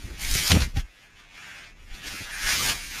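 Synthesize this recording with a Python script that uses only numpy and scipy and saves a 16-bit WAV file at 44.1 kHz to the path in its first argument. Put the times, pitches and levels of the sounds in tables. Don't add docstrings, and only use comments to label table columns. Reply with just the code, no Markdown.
import sys
import numpy as np
from scipy import signal
from scipy.fft import rfft, irfft, next_fast_len
from scipy.io import wavfile
from scipy.ndimage import uniform_filter1d, map_coordinates

SR = 44100
rng = np.random.default_rng(int(sys.argv[2]) if len(sys.argv) > 2 else 0)


def undo_db(level):
    steps = np.asarray(level, float) / 20
    return 10 ** steps


def transcribe(u):
    v = np.clip(np.atleast_2d(u).T, -1, 1)
    q = np.round(v * 32767).astype(np.int16)
    wavfile.write(sys.argv[1], SR, q)


N = 132300

# t/s, rubbing level/dB, sharpness/dB
RUB_SURGES = [
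    [(0, -51.5, 0.5), (.17, -47.5, -3.5), (.215, -41.5, 3.5), (.27, -38, 3), (.33, -36, 4), (.36, -32, 3),
     (.43, -33.5, 3), (.48, -33, 4)],
    [(.52, -28, 1), (.575, -33.5, -2), (.635, -32, -1.5), (.675, -47.5, -1.5), (.735, -59, -1.5),
     (.772, -37.5, -4), (.803, -42, -2), (.84, -57.5, -6)],
    [(.9, -58, -6), (1.04, -53.5, -6.5), (1.11, -58.5, -8), (1.2, -52, -7), (1.28, -55.5, -11),
     (1.38, -46, -8), (1.56, -44, -7.5), (1.67, -47, -11.5), (1.75, -61, -8)],
    [(1.81, -55, -7.5), (1.86, -58, -3.5), (1.92, -47.5, -9), (1.945, -47, -2), (2.02, -45, -6),
     (2.07, -37, -2), (2.22, -39, -2), (2.28, -40.5, -4.5)],
    [(2.4, -37.5, -0.5), (2.5, -28.5, 1), (2.61, -30.5, 1), (2.7, -27.5, 0.5), (2.78, -39, -1),
     (2.88, -43, 1.5), (2.97, -38, -1), (3, -39, 1)],
]
# t/s, load level/dB, churn level/dB
LOAD_TUMBLES = [
    [(0, -44, -48), (.05, -44, -48), (.17, -41, -48), (.3, -29, -42), (.4, -45, -35), (.49, -36, -45)],
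    [(.51, -40, -28), (.57, -40, -27), (.582, -42, -38), (.68, -38, -41.5), (.72, -36, -57),
     (.79, -33, -42), (.85, -35, -58), (.93, -63, -79)],
    [(1, -65, -63.5), (1.28, -55.5, -63), (1.47, -65, -55), (1.7, -53.5, -57.5), (1.83, -43, -57),
     (1.9, -46, -54.5), (2, -55, -48)],
    [(2.07, -51.5, -52.5), (2.145, -47.5, -42), (2.18, -49, -55), (2.4, -42, -52), (2.47, -40, -43.5),
     (2.61, -46, -35.5), (2.7, -43, -35), (2.8, -40, -51), (3, -49, -47.5)],
]
# t/s, peak
# level/dB, swing f/Hz, direction (signed factor)
LUMP_KNOCKS = [(.036, -30, 62, -0.6), (.0415, -30, 58, 1), (.057, -32, 70, -1), (.07, -34, 70, 0.8),
               (.098, -33, 55, 1), (.114, -34, 55, 1), (.133, -35, 55, 1), (.178, -34, 45, -1),
               (.5315, -17, 130, 0.9), (.5712, -13, 200, -1), (2.058, -38, 32, -1), (2.12, -39, 30, 1),
               (.76, -30, 170, 0.6), (.24, -26.5, 26.7, -0.94), (0.285, -29, 46.3, -0.94),
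               (0.307, -18.5, 27.8, -1.16), (0.365, -32, 29.6, 1), (.579, -21, 76, 0.9),
               (.592, -18.5, 80, 0.82), (0.648, -23.5, 42, 0.92), (0.739, -29, 49, -1.14),
               (0.352, -17, 116, -0.6), (0.502, -9.5, 107, -0.33), (0.5135, -8.5, 92, -0.62),
               (0.522, -11.5, 66.7, -0.59), (.5392, -12, 125, -0.85), (.5495, -12, 85, -0.8),
               (0.558, -11, 156, 0.65), (0.5632, -6.5, 105, -0.69), (.607, -18, 75, 0.9),
               (0.617, -14, 46.1, 0.76), (.67, -28.5, 69, 1), (.757, -43, 121, -1.4),
               (0.767, -26, 95, -1.8), (.7715, -22, 85, 1), (0.78, -18.5, 46, 0.92),
               (1.135, -48, 29.7, -1.15), (1.906, -27, 22, -0.6), (2.2065, -35, 115, -1.1),
               (2.2168, -35, 115, -1.07), (2.435, -25.5, 27.3, -0.7), (2.657, -28, 38, 0.69),
               (2.679, -30.5, 36, -1.06)]
# t/s, peak level/dB, centre f/Hz, t60/s
ICE_CRACKS = [(.1963, -26, 4900, .015), (.2068, -22, 4950, .015), (.2172, -19, 9000, .012),
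              (.2272, -18, 9000, .012), (.2372, -21, 8000, .012), (.2472, -16, 4000, .025),
              (.3008, -16, 9000, .012), (.3115, -8, 6500, .016), (.322, -16, 10000, .012),
              (.3385, -8, 5000, .018), (.3489, -8, 5500, .022), (.358, -13, 6000, .015),
              (.3685, -13, 5000, .025), (.398, -14, 5000, .015), (.466, -13, 4500, .015),
              (.4767, -6, 4600, .016), (.4972, -12, 5010, .018), (.5048, -4, 2500, .032),
              (.5165, 4, 2700, .024), (.527, -9, 2600, .022), (.6034, -16, 3800, .023),
              (.619, -10.5, 2750, .023), (.759, -34, 2730, .023), (.768, -21, 2650, .025),
              (1.9092, -40, 2370, .03), (.5505, -14, 2600, .02), (2.0155, -30, 2070, .03),
              (2.0374, -28, 2360, .025), (2.0554, -24, 1870, .025), (2.0778, -22, 2240, .025),
              (2.433, -18, 1680, .025), (2.4694, -13.5, 1720, .023), (2.661, -14, 8500, .02),
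              (2.674, -12, 5000, .02), (2.696, -9, 2600, .02), (2.8635, -25, 2150, .02)]
# t/s,
# length/s, level/dB, f/Hz
WALL_DRAGS = [(.19, 0.14, -36.5, 2200), (1.315, 0.42, -49.5, 1560), (2.26, 0.2, -38, 1700),
              (2.38, 0.22, -30, 1680), (1.925, .05, -51, 4200), (2.88, .12, -42, 2300),
              (.33, .12, -35, 2250), (2.13, .035, -45, 250), (2.195, .04, -45, 330), (2.5, 0.06, -32, 2500),
              (2.58, 0.065, -35, 1170), (2.66, 0.079, -30.5, 2900), (2.3, 0.087, -44.5, 9300),
              (2.47, 0.1, -32, 5600), (.455, 0.035, -28, 4800), (2.57, 0.21, -45, 465),
              (2.03, 0.07, -48, 300), (.58, .075, -42, 430), (2.6, .15, -45, 800), (0.495, .095, -31, 420),
              (.495, .04, -32, 1000), (.52, .065, -29, 300), (.18, .06, -50, 790), (.75, .05, -44, 780),
              (.495, .04, -30, 790), (0, .18, -49, 280), (.35, .05, -33, 5600), (.52, .06, -28, 205),
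              (2.66, .06, -36, 5600)]
# f/Hz, width/Hz, level/dB
WALL_MODES = [(1581, 400, 9), (2362, 400, -9.5), (3404, 167, 2)]
# f/Hz, level/dB
RUB_SPECTRUM = [(180, -32), (300, -14), (559, -13.5), (658, -8.5), (1590, -8), (2400, 2.5), (3920, -10),
                (6950, -12.5), (15000, -46)]
# f/Hz, level/dB
GRIT_SPECTRUM = [(1500, -21), (3000, -6.5), (4500, -2), (7000, -4.5), (9000, -8), (12500, -11.5),
                 (15500, -19.5)]
# f/Hz, level/dB
HEAVE_SPECTRUM = [(8, -15.5), (18, -6.5), (32, 2), (60, -14), (120, -31.5)]
# f/Hz, level/dB
CHURN_SPECTRUM = [(40, -8.5), (80, -3), (150, -4.5), (300, -11), (600, -24.5), (1300, -30)]
# f/Hz, width/Hz, depth (0-1)
PORT_DEAD_SPOT = (7840, 570, 0.49)

WALL_DB, GRIT_DB, GRIT_DB_PER_SHARP_DB = -5, 0, 1.64
CHURN_DB, HEAVE_DB, HISS_DB, SIDE_DB = -3, -2, -66, -30
GRAINS_PER_S, GRAIN_SHARE = 6000, .45
SLICE, USUAL_STEP, LEAST_STEP, MOST_STEP = 760, 445, 220, 720
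USUAL_SHARE = .55
SWING_CYCLES = .51
OVERTONE, OVERTONE_DB = 3, -13
PUFF_DB, PUFF_T30_S, PUFF_HZ = -16.5, .015, 660
CRACK_DB, CRACK_WIDTH, CRACK_LOW_HZ = -14.5, .85, 1300
CRACK_RISE = .085
DRAG_WIDTH, DRAG_LEAST_HZ = .21, 150
CEILING, TOP_HZ = .78, 15560


def unit(x):
    return x / np.sqrt(np.mean(x ** 2) + 1e-20)


def along(points, hz):
    f, db = np.transpose(points)
    return undo_db(np.interp(np.log(hz + 1), np.log(f + 1), db, -90, -90))


def rings(modes, hz):
    total = 0
    for k, (centre, width, db) in enumerate(modes):
        damping = 1j * hz * width
        total = total + (-1) ** k * undo_db(db) * damping / (centre * centre - hz * hz + damping)
    return total


def filtered(x, response):
    m = next_fast_len(N + 8192)
    return irfft(rfft(x, m) * response(np.fft.rfftfreq(m, 1 / SR)), m)[..., :N]


def steadied(x, size):
    power = np.abs(uniform_filter1d(x ** 2, size)) + 1e-9
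    return unit(x / power ** .35)


def curves(tables):
    s, *columns = np.vstack(tables).T
    return [np.interp(np.arange(N) / SR, s, column) for column in columns]


def wobble(rate):
    knots = rng.standard_normal(int(N * rate / SR) + 4)
    return map_coordinates(knots, [np.arange(N) * rate / SR])


def patchy(x, patchy_db):
    z = signal.stft(x, nperseg=512)[2]
    field = uniform_filter1d(rng.standard_normal(z.shape), size=8, axis=0)
    field = uniform_filter1d(field, size=9, axis=1)
    return signal.istft(z * undo_db(patchy_db * unit(field)), nperseg=512)[1][:N]


def slowed(x):
    chance = rng.random((N // SLICE + 2, 2))
    odd_step = LEAST_STEP + chance[:, 1] * (MOST_STEP - LEAST_STEP)
    steps = np.where(chance[:, 0] < USUAL_SHARE, USUAL_STEP, odd_step)
    back = np.cumsum(steps).astype(int)
    n = np.arange(N)
    fade = np.clip(1.4 * (n % SLICE) / SLICE, 0, 1) * np.pi / 2
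    leaving = x[..., n - back[n // SLICE]]
    entering = x[..., n - back[n // SLICE + 1]]
    return np.cos(fade) * leaving + np.sin(fade) * entering


def crystals():
    chance = GRAINS_PER_S / SR * undo_db(3 * wobble(90))
    grains = (rng.random(N) < chance) * rng.standard_normal(N)
    return np.sqrt(GRAIN_SHARE) * unit(grains) + np.sqrt(1 - GRAIN_SHARE) * rng.standard_normal(N)


def microphone_hiss():
    noise = rng.standard_normal(N)
    return undo_db(HISS_DB) * unit(filtered(noise, lambda hz: hz / (hz + 60) / (1 + hz / 1500) ** 2))


def wall_drags():
    t, rubbing, out = np.arange(N) / SR, slowed(crystals()), 0
    for s, length, db, pitch in WALL_DRAGS:
        mode = [(pitch, max(DRAG_WIDTH * pitch, DRAG_LEAST_HZ), 0)]
        band = steadied(filtered(rubbing, lambda hz: rings(mode, hz) ** 2), size=1500)
        swell = np.sin(np.pi * np.clip((t - s) / length, 0, 1)) ** 2
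        out = out + undo_db(db) * swell * band
    return out


def ice_cracks():
    out, t = np.zeros(N + SR), np.arange(2048) / SR
    f = np.fft.rfftfreq(len(t), 1 / SR)
    low_cut = 1 + (CRACK_LOW_HZ / (f + 1)) ** 6
    for s, db, hz, t60 in ICE_CRACKS:
        band = np.exp(-(np.log((f + 1) / hz) / CRACK_WIDTH) ** 2) / low_cut
        burst = unit(irfft(rfft(rng.standard_normal(len(t))) * band))
        u = t / (CRACK_RISE * t60)
        out[round(s * SR):][:len(t)] += undo_db(db + CRACK_DB) * u * np.exp(1 - u) * burst
    return out[:N]


def lump_knocks():
    swings, puffs, t = np.zeros(N + SR), np.zeros(N + SR), np.arange(SR // 4) / SR
    for s, db, hz, way in LUMP_KNOCKS:
        u = t * hz / SWING_CYCLES
        envelope = u * np.exp((1 - u * u) / 2)
        overtone = undo_db(OVERTONE_DB) * np.sin(2 * np.pi * OVERTONE * hz * t)
        swing = np.sin(2 * np.pi * hz * t) - overtone
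        at = round(s * SR)
        swings[at:][:len(t)] += way * undo_db(db) * swing * envelope
        puffs[at:][:len(t)] += undo_db(db + PUFF_DB - 60 * t / PUFF_T30_S / 2) * hz / 100
    air = puffs[:N] * rng.standard_normal(N)
    return swings[:N] + filtered(air, lambda hz: 6 / (1 + 1j * hz / PUFF_HZ) ** 2 * (hz > 150))


def snow_load():
    load_db, churn_db = curves(LOAD_TUMBLES)
    churn = unit(filtered(rng.standard_normal(N), lambda hz: along(CHURN_SPECTRUM, hz)))
    heave = unit(filtered(rng.standard_normal(N), lambda hz: along(HEAVE_SPECTRUM, hz)))
    churn, heave = steadied(churn, size=1800), steadied(heave, size=4000)
    return undo_db(churn_db + CHURN_DB) * churn + undo_db(load_db + HEAVE_DB) * heave


def snow_rasp():
    rub_db, sharp_db = curves(RUB_SURGES)
    rubbing, scratching = slowed(np.array([crystals(), crystals()]))
    flutter_db = .7 * wobble(85)

    def case(hz):
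        return along(RUB_SPECTRUM, hz) * (1 + undo_db(WALL_DB) * rings(WALL_MODES, hz))

    body = steadied(filtered(patchy(rubbing, patchy_db=1.5), case), size=1600)
    grit = filtered(patchy(scratching, patchy_db=1.2), lambda hz: along(GRIT_SPECTRUM, hz))
    grit = steadied(grit, size=1600)
    grit_gain = undo_db(GRIT_DB + GRIT_DB_PER_SHARP_DB * sharp_db)
    return undo_db(rub_db + flutter_db) * (body + grit_gain * grit)


def scene():
    rasp = snow_rasp()
    lows = snow_load() + lump_knocks()
    dip_hz, width, depth = PORT_DEAD_SPOT
    highs = filtered(rasp + ice_cracks() + wall_drags(),
                     lambda hz: 1 - depth * np.exp(-((hz - dip_hz) / width) ** 2))
    mid = highs + lows + microphone_hiss()
    side = undo_db(SIDE_DB) * filtered(lows + .5 * rasp, lambda hz: 1j / (1 + hz / 150))
    return np.array([mid + side, mid - side])


def roll_off(x):
    return signal.sosfilt(signal.butter(12, 15740, fs=SR, output="sos"), x)


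def record(dry):
    soft = dry / (1 + np.abs(dry / CEILING) ** 4) ** .25
    return roll_off(filtered(soft, lambda hz: hz < TOP_HZ))


dry = scene()
out = record(dry)
transcribe(out)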